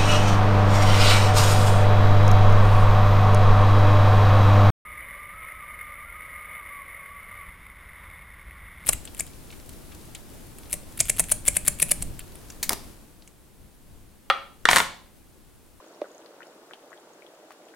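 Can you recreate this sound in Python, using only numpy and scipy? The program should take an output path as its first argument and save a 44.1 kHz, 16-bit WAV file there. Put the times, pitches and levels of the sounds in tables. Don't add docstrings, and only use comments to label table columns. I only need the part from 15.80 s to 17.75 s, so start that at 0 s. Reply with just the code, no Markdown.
import sys
import numpy as np
from scipy import signal
from scipy.fft import rfft, irfft, next_fast_len
from scipy.io import wavfile

SR = 44100
rng = np.random.default_rng(int(sys.argv[2]) if len(sys.argv) > 2 else 0)


def waveform_to_disk(signal):
    frames = np.transpose(np.atleast_2d(signal))
    scaled = np.clip(frames, -1, 1) * 32767
    samples = np.round(scaled).astype(np.int16)
    wavfile.write(sys.argv[1], SR, samples)


N = 85995
TIME_S = np.arange(N) / SR
LAG_S_PER_DB = 1.1e-5
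POP_RISE_PER_S, SHARP_ATTACK_S = 8.2, .0004


def undb(db):
    return 10 ** (np.asarray(db) / 20)


def level(x, db):
    return x * undb(db) / np.sqrt(np.mean(x ** 2))


def colour(x, points):
    size = next_fast_len(x.shape[-1] + 2048) * 2
    hz, db = np.array(points, float).T
    bin_hz = np.maximum(np.arange(size // 2 + 1) * SR / size, 1)
    gain = undb(np.interp(np.log(bin_hz), np.log(hz), db))
    cepstrum = irfft(np.log(gain))
    cepstrum[1:size // 2] *= 2
    cepstrum[size // 2 + 1:] = 0
    return irfft(rfft(x, size) * np.exp(rfft(cepstrum)), size)[..., :x.shape[-1]]


def add(out, sound, start, db, pan_db):
    for channel, side_db in enumerate((pan_db / 2, -pan_db / 2)):
        i = max(int(round((start - side_db * LAG_S_PER_DB) * SR)), 0)
        part = sound[:max(N - i, 0)]
        out[channel, i:i + len(part)] += part * undb(db + side_db)


def ring(hz, fade_s, attack_s, rise_per_s=0):
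    t = np.arange(int((fade_s + attack_s) * SR) + 2) / SR
    swell = np.sin(np.pi / 2 * np.minimum(t / attack_s, 1)) ** 2
    fade = undb(-60 * np.maximum(t - attack_s, 0) / fade_s)
    return swell * fade * np.sin(2 * np.pi * hz * (t + rise_per_s * t ** 2 / 2))


def fading_noise(fade_s, tone):
    t = np.arange(int(fade_s * SR) + 512) / SR
    noise = colour(rng.standard_normal(len(t)), tone)
    return level(noise, 0) * undb(-60 * t / fade_s)


# (pitch [Hz], level [dB])
AIR_SHARED_TONE = [(25, -3), (70, -6), (150, 3), (500, 10.5), (1400, 7.5), (2500, -.5), (4500, -2.2),
                   (7000, -2.3), (10000, -5.3), (15500, -10)]
# (pitch [Hz], level [dB])
AIR_SIDE_TONE = [(25, -4), (70, -9), (150, -7.5), (500, 5.5), (1400, 6), (2500, 3), (4500, 2), (7000, -0.5),
                 (10000, -2.5), (15500, -6)]
def forest_air(db=-60.5, pan_db=1.2, settle_s=.4):
    shared = level(colour(rng.standard_normal(N), AIR_SHARED_TONE), db)
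    side = level(colour(rng.standard_normal(N), AIR_SIDE_TONE), db)
    early_db = 1.2 * np.exp(-TIME_S / settle_s)
    ear_db = np.array([[pan_db], [-pan_db]]) / 2
    return np.array([shared + side, shared - side]) * undb(early_db + ear_db)


# (pitch [Hz], level [dB])
GURGLE_TONE = [(60, -41), (110, -22.5), (170, -14.5), (250, -9), (330, 0), (420, -2.5), (600, -1),
               (800, -6.5), (1100, -12.5), (1500, -15), (2100, -27), (4000, -28.5), (9000, -65)]
# (pitch [Hz], width [Hz], level [dB])
BANK_HOLLOWS = [(329.4, 24, -10), (452, 22, -10), (602, 32, -7)]
def gurgle(bubbles_per_s=2400, fade_db_per_s=.7):
    out = np.zeros((2, N))
    count = int(bubbles_per_s * N / SR)
    chance = rng.random((count, 2))
    spread = np.clip(rng.standard_normal((count, 2)), -2, 2)
    for (when, height), (strength, place) in zip(chance, spread):
        hz = 130 * 2 ** (5 * height)
        note = hz * ring(hz, fade_s=12 / hz, attack_s=1 / hz, rise_per_s=3)
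        add(out, note, when * N / SR, db=1.8 * strength, pan_db=-.3 + 2 * place)
    mud = colour(out, GURGLE_TONE)
    hollows = sum(undb(db) * signal.lfilter(*signal.iirpeak(hz, hz / width, SR), mud)
                  for hz, width, db in BANK_HOLLOWS)
    return level((mud + hollows) * undb(-fade_db_per_s * TIME_S), db=-53)


# (distance from the bubble's pitch [octaves], level [dB])
SQUELCH_TONE = [(-2, -32), (-.7, -10), (-.25, 0), (.25, -1), (.6, -16), (1.6, -42)]
def squelch(hz):
    tone = [(hz * 2 ** octaves, db) for octaves, db in SQUELCH_TONE]
    return fading_noise(fade_s=.04, tone=tone)


# (time [s], pitch [Hz], level [dB], fade [s], squelch level [dB], pan [dB])
SMALL_BUBBLES = [(.001, 1000, -42, .024, -56, 4), (.2410, 547, -31, .011, -60, 0),
                 (.2424, 1460, -38.5, .015, -54, 4), (.2503, 520, -39, .016, -60, -3),
                 (.2553, 1400, -41, .008, -54, 5), (.4605, 1450, -45, .006, -55, 4),
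                 (.4695, 480, -44, .012, -60, 0), (.5068, 486, -41, .012, -60, -3),
                 (.6051, 1477, -33.5, .011, -52, 5.5), (.6135, 1400, -41.5, .014, -55, 2),
                 (.6203, 1830, -37.5, .007, -57, 8), (.63, 2600, -44, .01, -57, 11),
                 (.6568, 1320, -43, .011, -58, 2), (.668, 600, -44, .025, -60, -1),
                 (.759, 314, -42, .034, -60, 0), (.9099, 1480, -33, .004, -56, 6.5),
                 (.9182, 2010, -50, .007, -61, 10), (.9350, 830, -39, .009, -56, 3),
                 (1.1182, 1270, -37, .007, -58, 6), (1.1293, 1750, -39.5, .006, -52, 12),
                 (1.1367, 1900, -43.5, .007, -54, 5), (1.1753, 3320, -51, .014, -62, 9),
                 (1.4221, 2220, -44.5, .016, -62, 14), (1.4648, 3270, -44, .008, -61, 13),
                 (1.5355, 620, -42, .024, -60, 0), (1.638, 660, -44, .016, -56, 0),
                 (1.7060, 720, -40, .01, -57, 0), (1.867, 650, -44, .02, -60, 0),
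                 (1.938, 1520, -47, .03, -51, 6)]
def pops():
    out = np.zeros((2, N))
    for start, hz, db, fade_s, squelch_db, pan_db in SMALL_BUBBLES:
        note = ring(hz, fade_s, attack_s=1.2 / hz, rise_per_s=POP_RISE_PER_S)
        add(out, note, start, db, pan_db)
        add(out, squelch(hz), start, squelch_db, pan_db)
    return out


def crackle(bubbles_per_s=50, low_hz=2600, high_hz=10000, fade_db_per_s=4):
    out = np.zeros((2, N))
    count = int(bubbles_per_s * N / SR)
    chance = rng.random((count, 2))
    spread = np.clip(rng.standard_normal((count, 2)), -2, 2)
    for (when, height), (strength, place) in zip(chance, spread):
        hz = low_hz * (high_hz / low_hz) ** height
        note = ring(hz, fade_s=.005, attack_s=SHARP_ATTACK_S)
        add(out, note, when * N / SR, db=-59 + 3 * strength, pan_db=4 * place)
    return out * undb(-fade_db_per_s * (TIME_S - N / SR / 2))


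# (time [s], level [dB], pitch [Hz], pan [dB])
HIGH_TICKS = [(.0630, -50, 6900, 0), (.0838, -48, 6800, -5), (.1235, -50, 7000, 0), (.1480, -49, 5600, 0),
              (.2855, -50, 7040, 0), (0.3163, -45, 6900, -1), (0.3478, -44, 6550, -6),
              (.3807, -43, 6500, -8.5), (.4015, -51, 6800, 3), (.4615, -45, 4400, 10),
              (.6685, -46, 5400, 6), (.6716, -50.5, 7000, 0), (0.7094, -53, 7300, 2),
              (0.9047, -47, 7200, 1), (1.0575, -54, 10700, 0), (1.1047, -46, 6940, 1),
              (1.1440, -52.5, 7600, 9), (1.199, -50, 7340, 1), (1.3341, -46.5, 6630, -1),
              (1.3793, -52.5, 7250, 3), (1.5493, -51, 7250, 1), (1.7852, -51.5, 7600, 8),
              (1.8537, -48.5, 7200, 0)]
def ticks():
    out = np.zeros((2, N))
    for start, db, hz, pan_db in HIGH_TICKS:
        add(out, ring(hz, fade_s=.0071, attack_s=SHARP_ATTACK_S), start, db, pan_db)
    return out


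# (pitch [Hz], level [dB])
SNAP_TONE = [(60, -6), (200, -8), (600, -5), (1050, -2), (1400, -1), (2200, 0), (3200, -5.5), (4300, -6.5),
             (5200, -17), (8000, -23), (15000, -32)]
# (pitch [Hz], level next to the loudest [dB], fade [s])
PLOP_NOTES = [(556, 0, .039), (478, -5, .021), (295, -11.5, .026)]
def big_plop(start_s=.21555, plop_db=-17.3, pan_db=-2.2):
    out = np.zeros((2, N))
    snap = fading_noise(fade_s=.015, tone=SNAP_TONE)
    add(out, snap, start=.2158, db=-34.5, pan_db=pan_db)
    for hz, db, fade_s in PLOP_NOTES:
        note = ring(hz, fade_s, attack_s=.0009, rise_per_s=7)
        wait_s = .97 / hz
        add(out, note, start_s + wait_s, plop_db + db, pan_db)
    return out


# (time [s], pitch [Hz], level [dB], spatter level [dB], pan [dB])
BURSTING_BUBBLES = [(.4598, 4300, -43, -57, 13), (.6297, 3600, -50, -56, 9), (.9349, 3100, -30.5, -54.5, 7),
                    (.9425, 3700, -47, -58, 5), (1.7065, 1150, -31.5, -57, 5), (1.7182, 1900, -43, -54, 6),
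                    (1.8857, 2800, -48, -58, 13)]
# (pitch [Hz], level [dB])
SPATTER_TONE = [(60, -30), (300, -14), (1200, -2), (3300, -1), (5000, -7), (9000, -13), (15000, -18)]
def bursts():
    out = np.zeros((2, N))
    for start, hz, db, spatter_db, pan_db in BURSTING_BUBBLES:
        crack = ring(hz, fade_s=.0032, attack_s=SHARP_ATTACK_S, rise_per_s=POP_RISE_PER_S)
        add(out, crack, start, db, pan_db)
        add(out, fading_noise(fade_s=.065, tone=SPATTER_TONE), start, spatter_db, pan_db / 2)
    return out


# (time [s], level [dB], pan [dB])
DROPLET_SPRAYS = [(.935, -56, 3), (1.7068, -52.5, 3), (1.7215, -52, 1)]
# (pitch [Hz], level [dB])
SPRAY_TONE = [(1000, -20), (4500, -8), (6100, 0), (7200, -6), (8800, -5), (10200, 1), (12000, -7),
              (15500, -4)]
def sprays():
    out = np.zeros((2, N))
    for start, db, pan_db in DROPLET_SPRAYS:
        add(out, fading_noise(fade_s=.03, tone=SPRAY_TONE), start, db, pan_db)
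    return out


# (pitch [Hz], level [dB])
ECHO_TONE = [(100, -32), (650, -22), (1400, 0), (3500, -2), (7000, -8), (15000, -30)]
def echo(sound, bank_db=-9.5, bank_fade_s=.08, trees_db=-20, trees_fade_s=.6):
    out = np.zeros((2, N))
    mono = sound.mean(axis=0)
    for channel in range(2):
        for db, fade_s in ((bank_db, bank_fade_s), (trees_db, trees_fade_s)):
            tail = fading_noise(fade_s, ECHO_TONE)
            out[channel] += undb(db) * signal.fftconvolve(mono, tail / np.linalg.norm(tail))[:N]
    return out


def scene(low_cut_hz=255):
    background = forest_air() + gurgle()
    bubbles = pops() + crackle() + ticks() + big_plop() + bursts() + sprays()
    bass_cut = signal.butter(3, low_cut_hz, "high", fs=SR, output="sos")
    bubbles = signal.sosfilt(bass_cut, bubbles)
    return background + bubbles + echo(bubbles)


def record(dry):
    top_hz = 15800
    return signal.sosfilt(signal.ellip(10, .2, 70, top_hz, fs=SR, output="sos"), dry)


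dry = scene()
out = record(dry)
waveform_to_disk(out)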